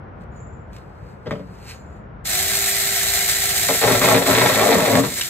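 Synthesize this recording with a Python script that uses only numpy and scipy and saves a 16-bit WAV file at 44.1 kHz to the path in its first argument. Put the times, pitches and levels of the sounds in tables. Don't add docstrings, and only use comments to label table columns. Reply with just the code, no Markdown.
import sys
import numpy as np
from scipy import signal
from scipy.fft import rfft, irfft, next_fast_len
from scipy.io import wavfile
from scipy.ndimage import uniform_filter1d

SR = 44100
rng = np.random.default_rng(int(sys.argv[2]) if len(sys.argv) > 2 else 0)


def log_audio(samples):
    frames = np.atleast_2d(samples).T
    limited = np.clip(frames, -1, 1)
    pcm = np.round(limited * 32767).astype(np.int16)
    wavfile.write(sys.argv[1], SR, pcm)


N = 233461
TIME_S = np.arange(N) / SR
CONTACT_HZ = 1500


def from_db(db):
    return 10 ** (np.asarray(db) / 20)


def rms_one(x):
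    return x / np.sqrt(np.mean(x ** 2) + 1e-20)


def evened(x, seconds):
    power = uniform_filter1d(np.mean(x ** 2, axis=0), round(seconds * SR))
    return x / np.sqrt(power + 1e-12)


def in_time(rows):
    s, *columns = np.transpose(rows)
    within = (TIME_S >= s[0]) & (TIME_S <= s[-1])
    return [np.interp(TIME_S, s, column) for column in columns] + [within]


def at_hz(points, hz):
    p = np.array(points, float)
    return np.interp(np.log(hz + 1), np.log(p[:, 0] + 1), p[:, 1])


def shaped(x, response):
    size = next_fast_len(N + SR // 2)
    hz = np.arange(size // 2 + 1) * SR / size
    return irfft(rfft(x, size) * response(hz), size)[..., :N]


def drift(rate_hz):
    r = np.exp(-2 * np.pi * rate_hz / SR)
    slow = signal.lfilter([1], [1, -2 * r, r * r], rng.standard_normal(N + SR))
    return rms_one(slow[SR:])


def lagged(db, seconds):
    r = np.exp(-1 / (seconds * SR))
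    return signal.lfilter([1 - r], [1, -r], from_db(db))


def dying(x, t60_s):
    return signal.lfilter([1], [1, -from_db(-60 / (t60_s * SR))], x)


def ring(force, modes, bend_s=0):
    out, n = 0, np.arange(N)
    for k, (hz, level_db, t60) in enumerate(modes):
        r, w = from_db(-60 / (t60 * SR)), 2 * np.pi * hz / SR
        mode = signal.lfilter([0, np.sin(w)], [1, -2 * r * np.cos(w), r * r], force + 1e-18)
        mode = np.atleast_2d(mode)
        if bend_s:
            read = n + bend_s * SR * drift(3.18)
            mode = np.array([np.interp(read, n, side) for side in mode])
        out = out + (-1) ** k * from_db(level_db) * mode
    return out


def grains(per_s, spread_db):
    sizes = from_db(spread_db * np.minimum(rng.exponential(1, N), 4))
    signs = rng.choice([-1, 1], N)
    return sizes * signs * (rng.random(N) < per_s / SR)


def blows(rows, contact_hz):
    force = np.zeros(N)
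    for s, level_db in rows:
        force[round(s * SR)] = from_db(level_db)
    r = np.exp(-2 * np.pi * contact_hz / SR)
    return signal.lfilter([1 - r], [1, -r], force)


# [f/Hz, share 0-1]
OWN_SHARE = [(150, 0), (500, 0.12), (3000, 0.45), (6000, 0.45), (10000, 0.1)]


def paired(make):
    share = lambda hz: np.clip(at_hz(OWN_SHARE, hz), 0, 1)
    common = shaped(rms_one(make()), lambda hz: np.sqrt(1 - share(hz)))
    own = rms_one(np.array([make(), make()]))
    return common + shaped(own, lambda hz: np.sqrt(share(hz)))


# [f/Hz, level per Hz/dB]
TRAFFIC = [(12, -49), (20, -56), (50, 0.5), (104, -1.5), (223, -8.5), (257, -16), (478, -13), (684, -16),
           (1050, -19), (1130, -20), (1400, -20), (2310, -34), (4600, -57.5), (6000, -59), (7800, -91),
           (13200, -120)]
# [f/Hz, likeness -1 to 1]
TRAFFIC_LIKENESS = [(25, 0.56), (60, 1), (130, 0.92), (240, 0.75), (950, -0.12), (3770, 0.37), (15000, 0.4)]
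# [t/s, level/dB]
TRAFFIC_FADE = [(0, 1), (3.8, 0.5), (5.29, -3.5)]
TRAFFIC_DB = -38.5


def traffic():
    mid, side = rng.standard_normal((2, N))
    alike = lambda hz: np.clip(at_hz(TRAFFIC_LIKENESS, hz), -1, 1)
    colour = lambda hz: from_db(at_hz(TRAFFIC, hz))
    mid = shaped(mid, lambda hz: colour(hz) * np.sqrt(1 + alike(hz)))
    side = shaped(side, lambda hz: colour(hz) * np.sqrt(1 - alike(hz)))
    pair = rms_one(np.array([mid + side, mid - side]))
    level_db = TRAFFIC_DB + in_time(TRAFFIC_FADE)[0] + 1.0 * drift(1.0)
    return from_db(level_db) * pair * from_db([[.9], [-.9]])


# [f/Hz, level per Hz/dB]
CLOTH = [(1200, 0), (2500, 5.5), (3400, -4), (4300, 5.5), (6000, -3), (7700, -2), (11000, -5.5),
         (15700, -18)]
# [t/s at the height, level/dB, rise/dB per s, fall/dB per s]
SLIDES = [(.22, -65, 400, 450), (.37, -65, 267, 450), (.745, -54.5, 520, 170), (1.11, -61, 49, 180),
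          (1.32, -53, 202, 113), (1.55, -59, 107, 64), (1.701, -37.5, 251, 252), (1.97, -67, 100, 330)]
# [t/s, click level/dB]
TICKS = [(0.2094, -50), (0.2364, -49), (0.3554, -57), (0.3661, -60), (0.7317, -39), (0.764, -32),
         (0.7824, -42), (1.4745, -51), (1.5863, -48), (1.7933, -57), (2.2546, -15), (5.2112, -8)]


def handling():
    swells = sum(from_db(db - np.maximum(rise * (s - TIME_S), fall * (TIME_S - s)))
                 for s, db, rise, fall in SLIDES)
    hiss = rng.standard_normal(N) + 0.6 * rms_one(grains(per_s=600, spread_db=3.5))
    hiss = rms_one(shaped(hiss, lambda hz: from_db(at_hz(CLOTH, hz)) * (hz > 600)))
    cracks = [(s, crack_db) for s, _, crack_db in KNOCKS]
    clicks = blows(TICKS + cracks, contact_hz=15000)
    burst = dying(clicks, t60_s=0.029) * rng.standard_normal(N)
    band = signal.butter(1, [2000, 5500], "band", fs=SR, output="sos")
    return swells * hiss + signal.sosfilt(band, 2.7 * clicks + 0.78 * burst)


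# [t/s, length/s, starting f/Hz, starting level/dB]
PHRASES = [(0.317, 0.07, 7040, -66), (0.36, 0.046, 7050, -52.5), (0.402, 0.062, 7360, -52),
           (0.466, 0.064, 7350, -57), (0.53, 0.055, 7360, -59), (.605, 0.057, 7430, -69),
           (.652, .05, 7300, -80), (1.742, 0.04, 6900, -51), (1.795, 0.049, 7340, -57),
           (1.86, .06, 7300, -61), (1.925, 0.051, 7320, -63), (2.0, .06, 7300, -75)]
PHRASE_FALL_HZ, PHRASE_FADE_DB = 600, 15.5
WARBLE_HZ, WARBLE_DEPTH_HZ = 49.3, 890


def bird():
    hz, level = np.zeros(N), np.zeros(N)
    uneven = 0.3 * drift(21)
    for s, length_s, start_hz, db in PHRASES:
        through = (TIME_S - s) / length_s
        on = (through >= 0) & (through < 1)
        swing = np.sin(2 * np.pi * WARBLE_HZ * (TIME_S - s) + 0.94 + uneven)
        dips = WARBLE_DEPTH_HZ * through ** 2 * np.maximum(swing, 0) ** 4
        hz[on] = (start_hz - through * (PHRASE_FALL_HZ + dips))[on]
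        onset = np.minimum(through[on] / 0.04, 1)
        level[on] = from_db(db - PHRASE_FADE_DB * through[on]) * onset
    phase = 2 * np.pi * np.cumsum(hz + 40 * drift(200)) / SR
    whistle = level * from_db(1.3 * drift(150)) * np.sin(phase)
    leaves = rng.standard_normal((2, SR // 5)) * from_db(-28 - 60 * TIME_S[:SR // 5] / 0.25)
    return whistle + signal.fftconvolve(whistle[None], leaves, axes=1)[:, :N]


# [t/s, blow level/dB, crack level/dB]
KNOCKS = [(1.26, -25, -54), (1.268, -21.5, -62), (1.28, -33.5, -64), (1.309, -14, -33), (1.321, -26, -55),
          (1.353, -26, -50), (1.395, -30, -80), (5.039, -19.5, -31), (5.112, -32, -54)]
# [f/Hz, level/dB, t60/s]
LOOSE = [(123.6, -1, 0.16), (157, -5.5, 0.15), (186.2, -9, 0.47), (222, -10.5, 0.17), (280.4, -7, 0.23),
         (394, -5, 0.084), (440.6, -7.5, 0.23), (517, 1.5, 0.061), (577, -0.5, 0.14), (627, -5.5, 0.062),
         (960, -2.5, 0.014), (1067, -15.5, 0.041), (1260, -3.5, 0.028), (1530, -9.5, 0.014),
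         (1970, 0.5, 0.007), (2260, -5, 0.008), (3180, 0.5, 0.004), (4830, -4, 0.0035)]
# [t/s, blow level/dB]
LANDING = [(5.2112, -21), (5.2153, -6), (5.2222, -12)]
# [f/Hz, level/dB, t60/s]
OFFCUT = [(1760, -4, 0.02), (2240, 2, 0.017), (2920, 14, 0.011), (5600, 15, .006), (7300, 0, 0.009)]
KNOCK_CONTACT_HZ = 800


def knocks():
    laid = blows([(s, blow_db) for s, blow_db, _ in KNOCKS], KNOCK_CONTACT_HZ)
    rattle = dying(laid, t60_s=.08) * rms_one(grains(per_s=2800, spread_db=2.5))
    rod = ring(laid + from_db(-27.5) * rattle, LOOSE, bend_s=0.000298)
    offcut = ring(blows(LANDING, contact_hz=9000), OFFCUT)
    return from_db(-5.0) * rod + from_db(-19.5) * offcut


# [f/Hz, level per Hz/dB]
CHAIN = [(200, -16), (320, -22), (500, -13), (950, -16), (1700, -3), (2900, -7), (4600, -5), (7500, -1),
         (10500, -1), (12500, -4), (14300, -4), (15700, -2)]
# [f/Hz, width/Hz, level above the colour/dB]
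HOUSING = [(668, 54, 14), (713, 56, 18), (780, 45, 15), (1350, 94, 1.5), (1750, 190, -2), (1990, 200, 2),
           (2150, 600, 2), (2970, 83, -23), (3920, 1640, 3.5), (4026, 90, 8), (7290, 650, 0)]


def housing_colour(hz):
    humps = sum(from_db(2 * db) / (1 + (2 * (hz - mid_hz) / width_hz) ** 2) ** 2
                for mid_hz, width_hz, db in HOUSING)
    return from_db(at_hz(CHAIN, hz)) * np.sqrt(1 + humps)


# [t/s, drive links per s]
SPEED = [(2.24, 320), (2.33, 356), (2.40, 384), (2.55, 394), (3.67, 397), (3.86, 380), (4.2, 378),
         (4.3, 372), (4.6, 368), (5.0, 372), (5.1, 385), (5.29, 340)]
SPROCKET_TEETH, CUTTERS_PER_TURN = 7, 2


def sprocket_turns():
    links_per_s, _ = in_time(SPEED)
    return 2 * np.pi * np.cumsum(links_per_s) / SR / SPROCKET_TEETH


# [t/s, level/dB]
HISS = [(2.24, -73), (2.25, -43.5), (2.26, -34), (2.3, -26.5), (2.68, -26), (2.99, -26.5), (4.1, -26),
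        (4.25, -32), (4.28, -26), (5.0, -31), (5.02, -35), (5.22, -33), (5.29, -36.5)]
# [multiple of the sprocket turn, level against the hiss/dB]
DRIVE_TONES = [(6, -25.5), (12.6, -23), (14, -28), (28, -29)]
BODY_HZ, BODY_RISE_S = 1100, .025
HUM_LOSS_DB = 8
TONE_LOCKS_S, TONE_RISE_DB_PER_S = 2.35, 220
TONE_UNDER_HISS_DB = -9.5
TONE_SETTLES_DB_PER_S = 2.5
TONE_UNDER_BITE_DB, TONE_LOSS_DB_PER_S = -8, 12.5
TONE_WAVER_DB = 2.5
CUT_THROUGH_S, TONE_FREED_DB = 5.0, 4.5


def saw(turns, bite_db):
    hiss_db, running = in_time(HISS)
    first_bite_s = BITE[0][0]
    beat_db = np.cos(turns) + 1.14 * np.cos(CUTTERS_PER_TURN * turns) + np.cos(SPROCKET_TEETH * turns)
    clatter = paired(lambda: rng.standard_normal(N) + .5 * rms_one(grains(per_s=2500, spread_db=2.0)))
    clatter = shaped(clatter * from_db(beat_db + 1.11 * drift(26)), housing_colour)
    body = signal.sosfilt(signal.butter(2, BODY_HZ, fs=SR, output="sos"), clatter)
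    clatter = clatter - body * np.exp(-np.maximum(TIME_S - HISS[0][0], 0) / BODY_RISE_S)
    hum = shaped(clatter, lambda hz: (hz > 620) & (hz < 860))
    clatter = clatter - hum * (1 - lagged(-HUM_LOSS_DB * (TIME_S > first_bite_s), seconds=0.03))

    since_s = TIME_S - TONE_LOCKS_S
    locked = from_db(TONE_RISE_DB_PER_S * np.minimum(since_s, 0))
    sides = sum(from_db(db + 1.9 * drift(4.8)) * np.sin(k * turns + rng.uniform(0, 2 * np.pi))
                for k, db in DRIVE_TONES)
    free_db = hiss_db + TONE_UNDER_HISS_DB - TONE_SETTLES_DB_PER_S * since_s + 1.0 * drift(39)
    free = from_db(free_db) * locked * lagged(TONE_FREED_DB * (TIME_S > CUT_THROUGH_S), seconds=0.05)
    loaded_db = bite_db + TONE_UNDER_BITE_DB - TONE_LOSS_DB_PER_S * (TIME_S - first_bite_s)
    loaded = lagged(loaded_db + TONE_WAVER_DB * drift(7.4), seconds=0.023)
    links = (free + loaded) * np.sin(SPROCKET_TEETH * turns)
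    return running * (from_db(hiss_db) * (from_db(8.5) * rms_one(clatter) + locked * sides) + links)


# [t/s, knock level/dB, rasp level/dB]
SKIPS = [(3.688, -22.5, -30.5), (3.695, -22, -53), (3.706, -23.5, -35), (3.719, -31.5, -61),
         (3.745, -29, -47)]
# [f/Hz, level/dB, t60/s]
TABLE = [(115.8, 2.5, 0.63), (173.8, 0, 0.24), (208.6, 5, 0.057), (225.5, 4, 0.15), (271.2, 2.5, 0.36)]
# [f/Hz, level/dB, t60/s]
ROD = [(392.2, -4, 0.14), (453.3, -4.5, 0.17), (517, 4.5, 0.062), (603.4, 3.5, 0.11), (687, 2, 0.07),
       (833, 0, 0.066), (950, -6, 0.095), (1085, -5, 0.059)]
# [f/Hz, level/dB, t60/s]
FIBRES = [(1090, -30, 0.23), (1226, 4.5, 0.012), (1317, -0.5, 0.056), (1830, 10, 0.0072),
          (1935, 7.5, 0.025), (2170, 18, 0.0022), (2875, 5, 0.0075), (3690, 15.5, 0.0022)]


def skips():
    knock = blows([(s, db) for s, db, _ in SKIPS], CONTACT_HZ)
    rip = blows([(s, db) for s, _, db in SKIPS], contact_hz=9000)
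    rip = rip + 0.26 * dying(rip, t60_s=0.027) * rng.standard_normal(N)
    return ring(knock, ROD) + from_db(-12.0) * ring(knock, TABLE[1:]) + ring(rip, FIBRES)


# [t/s, level/dB, fibre rasp against the bite/dB]
BITE = [(3.8, -40, -7), (3.806, -42, -1), (3.838, -15, -21), (3.966, -19.5, -3.5), (3.998, -26.5, -5),
        (4.036, -14, -2), (4.076, -19.5, -4), (4.11, -14, -14), (4.236, -22.5, -28), (4.27, -38, -8),
        (4.278, -21, -14), (4.302, -13.5, -8.5), (4.356, -20.5, -1), (4.396, -15, -4), (4.508, -21, -5.5),
        (4.54, -24, 0.5), (4.606, -16, -5.5), (4.708, -14, -9.5), (4.812, -18, -5.5), (5.0, -14.5, -11),
        (5.028, -33, -5), (5.04, -23, -12), (5.16, -48, -4), (5.2, -35, -3)]


def bite():
    bite_db, rasp_db, cutting = in_time(BITE)
    return np.where(cutting, bite_db, -120), rasp_db


# [t/s, boom level/dB, thrum level/dB]
TABLE_TOP = [(3.8, -36, -53), (3.826, -48, -49), (3.858, -22, -35), (3.896, -30, -30), (3.924, -25, -23),
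             (3.962, -25, -29), (4.01, -34, -31), (4.162, -21.5, -28), (4.266, -52, -41), (4.298, -27, -32),
             (4.458, -24.5, -25.5), (4.5, -36, -32), (4.528, -28.5, -27.5), (4.828, -39, -24.5),
             (4.876, -31, -28.5), (4.958, -21.5, -17), (5.074, -29, -29), (5.102, -56, -36),
             (5.144, -46, -43), (5.2, -61, -51)]
# [t/s, relative level/dB]
GRABS = [(3.817, -2.5), (3.84, -4.5), (3.8777, -3.5), (3.9047, -7), (3.9316, -20), (4.018, -10),
         (4.084, -2), (4.1142, -5), (4.146, 1), (4.1706, -5), (4.2216, -3.5), (4.2618, -2.5), (4.2943, -11),
         (4.3511, -11), (4.413, -7.5), (4.4589, -6), (4.4938, -5.5), (4.5277, -17), (4.5866, -16),
         (4.6051, -23), (4.694, -8), (4.719, -10), (4.7517, -33), (4.9164, -18), (4.9368, -31),
         (5.0376, -12.5)]
# [t/s, relative level/dB]
JOLTS = [(3.835, -16.5), (3.841, -14.5), (3.906, -8.5), (4.016, -14), (4.044, -9.5), (4.115, -10.5),
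         (4.149, -6.5), (4.278, -8.5), (4.299, -9.5), (4.667, -10.5), (4.7, -16), (4.714, -11.5),
         (4.728, -5.5), (4.752, -9), (4.979, -8)]
GRAB_LEAD_S = 0.0039
GRAB_RISE_S, GRAB_FALL_S, GRAB_DB, GRAB_IN_ROD_DB = .004, .011, -7.0, -9.0
CHATTER_DB, CHATTER_PER_S = 2, 52
JOLT_DB = -14


def cut(turns, bite_db, rasp_db):
    cutter_count = np.floor(CUTTERS_PER_TURN * turns / (2 * np.pi) + .15 * drift(40))
    passes = np.diff(cutter_count, prepend=0) > 0
    bites = passes * from_db(4 * rng.standard_normal(N))
    tearing = paired(lambda: grains(per_s=1000, spread_db=3.5)) * from_db(1.5 * drift(24))
    force = 0.62 * rms_one(bites) + tearing

    grabs = 0
    for s, db in GRABS:
        since_s = np.maximum(TIME_S - s + GRAB_LEAD_S, 0)
        pulse = np.exp(-since_s / GRAB_FALL_S) - np.exp(-since_s / GRAB_RISE_S)
        grabs = grabs + from_db(db + GRAB_DB) * pulse
    rasp = from_db(bite_db + rasp_db + CHATTER_DB * drift(CHATTER_PER_S)) + grabs
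    rod = from_db(bite_db - 2.0) + from_db(GRAB_IN_ROD_DB) * grabs

    boom_db, thrum_db, cutting = in_time(TABLE_TOP)
    bodies = [(ROD, rod, .0008),
              (TABLE[:1], cutting * from_db(boom_db), .002),
              (TABLE[1:], cutting * from_db(thrum_db), .002),
              (FIBRES, rasp, 0)]
    ringing = sum(level * evened(ring(force, modes, bend_s), seconds=0.041)
                  for modes, level, bend_s in bodies)
    return ringing + from_db(JOLT_DB) * ring(blows(JOLTS, CONTACT_HZ), ROD + TABLE[1:])


# [f/Hz, left lead/rad]
PORT_PHASE = [(0, 0), (780, -0.5), (1380, 0.9), (2930, 0.7), (3270, 1.7), (4130, 1.9), (4480, 2.7),
              (8180, 6.4), (9730, 9.1), (10900, 9.9), (12400, 12.6), (13100, 12.7), (14600, 15.5),
              (15300, 15.8)]
# [f/Hz, left minus right level/dB]
PORT_BALANCE = [(60, 2.0), (130, 1.5), (290, 3.5), (640, 3.5), (1410, 0.5), (3100, -0.5), (6820, -1.0),
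                (15000, 0.0)]
WALL_DB, WALL_T60_S, WALL_CUT_HZ = -13, .15, 4000


def ports(x):
    side = np.array([[.5], [-.5]])
    balance = lambda hz: from_db(side * at_hz(PORT_BALANCE, hz))
    direct = shaped(x, lambda hz: balance(hz) * np.exp(1j * side * at_hz(PORT_PHASE, hz)))
    t = np.arange(SR // 4) / SR
    tail = rng.standard_normal((2, len(t))) * from_db(-60 * t / WALL_T60_S) * (t > .003)
    tail = signal.sosfilt(signal.butter(2, [650, WALL_CUT_HZ], "band", fs=SR, output="sos"), tail)
    tail = tail / np.sqrt(np.sum(tail ** 2, axis=1, keepdims=True))
    return direct + from_db(WALL_DB) * signal.fftconvolve(x, tail, axes=1)[:, :N]


def scene():
    turns = sprocket_turns()
    bite_db, rasp_db = bite()
    table = handling() + knocks() + saw(turns, bite_db) + skips() + cut(turns, bite_db, rasp_db)
    table = signal.sosfilt(signal.butter(4, 88, "high", fs=SR, output="sos"), table)
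    return traffic() + bird() + ports(table)


CUTOFF_HZ = 15720


def record(dry):
    rounded = 1.1 * np.tanh(dry / 1.1)
    return signal.sosfilt(signal.ellip(14, .3, 75, CUTOFF_HZ, fs=SR, output="sos"), rounded)


dry = scene()
out = record(dry)
log_audio(out)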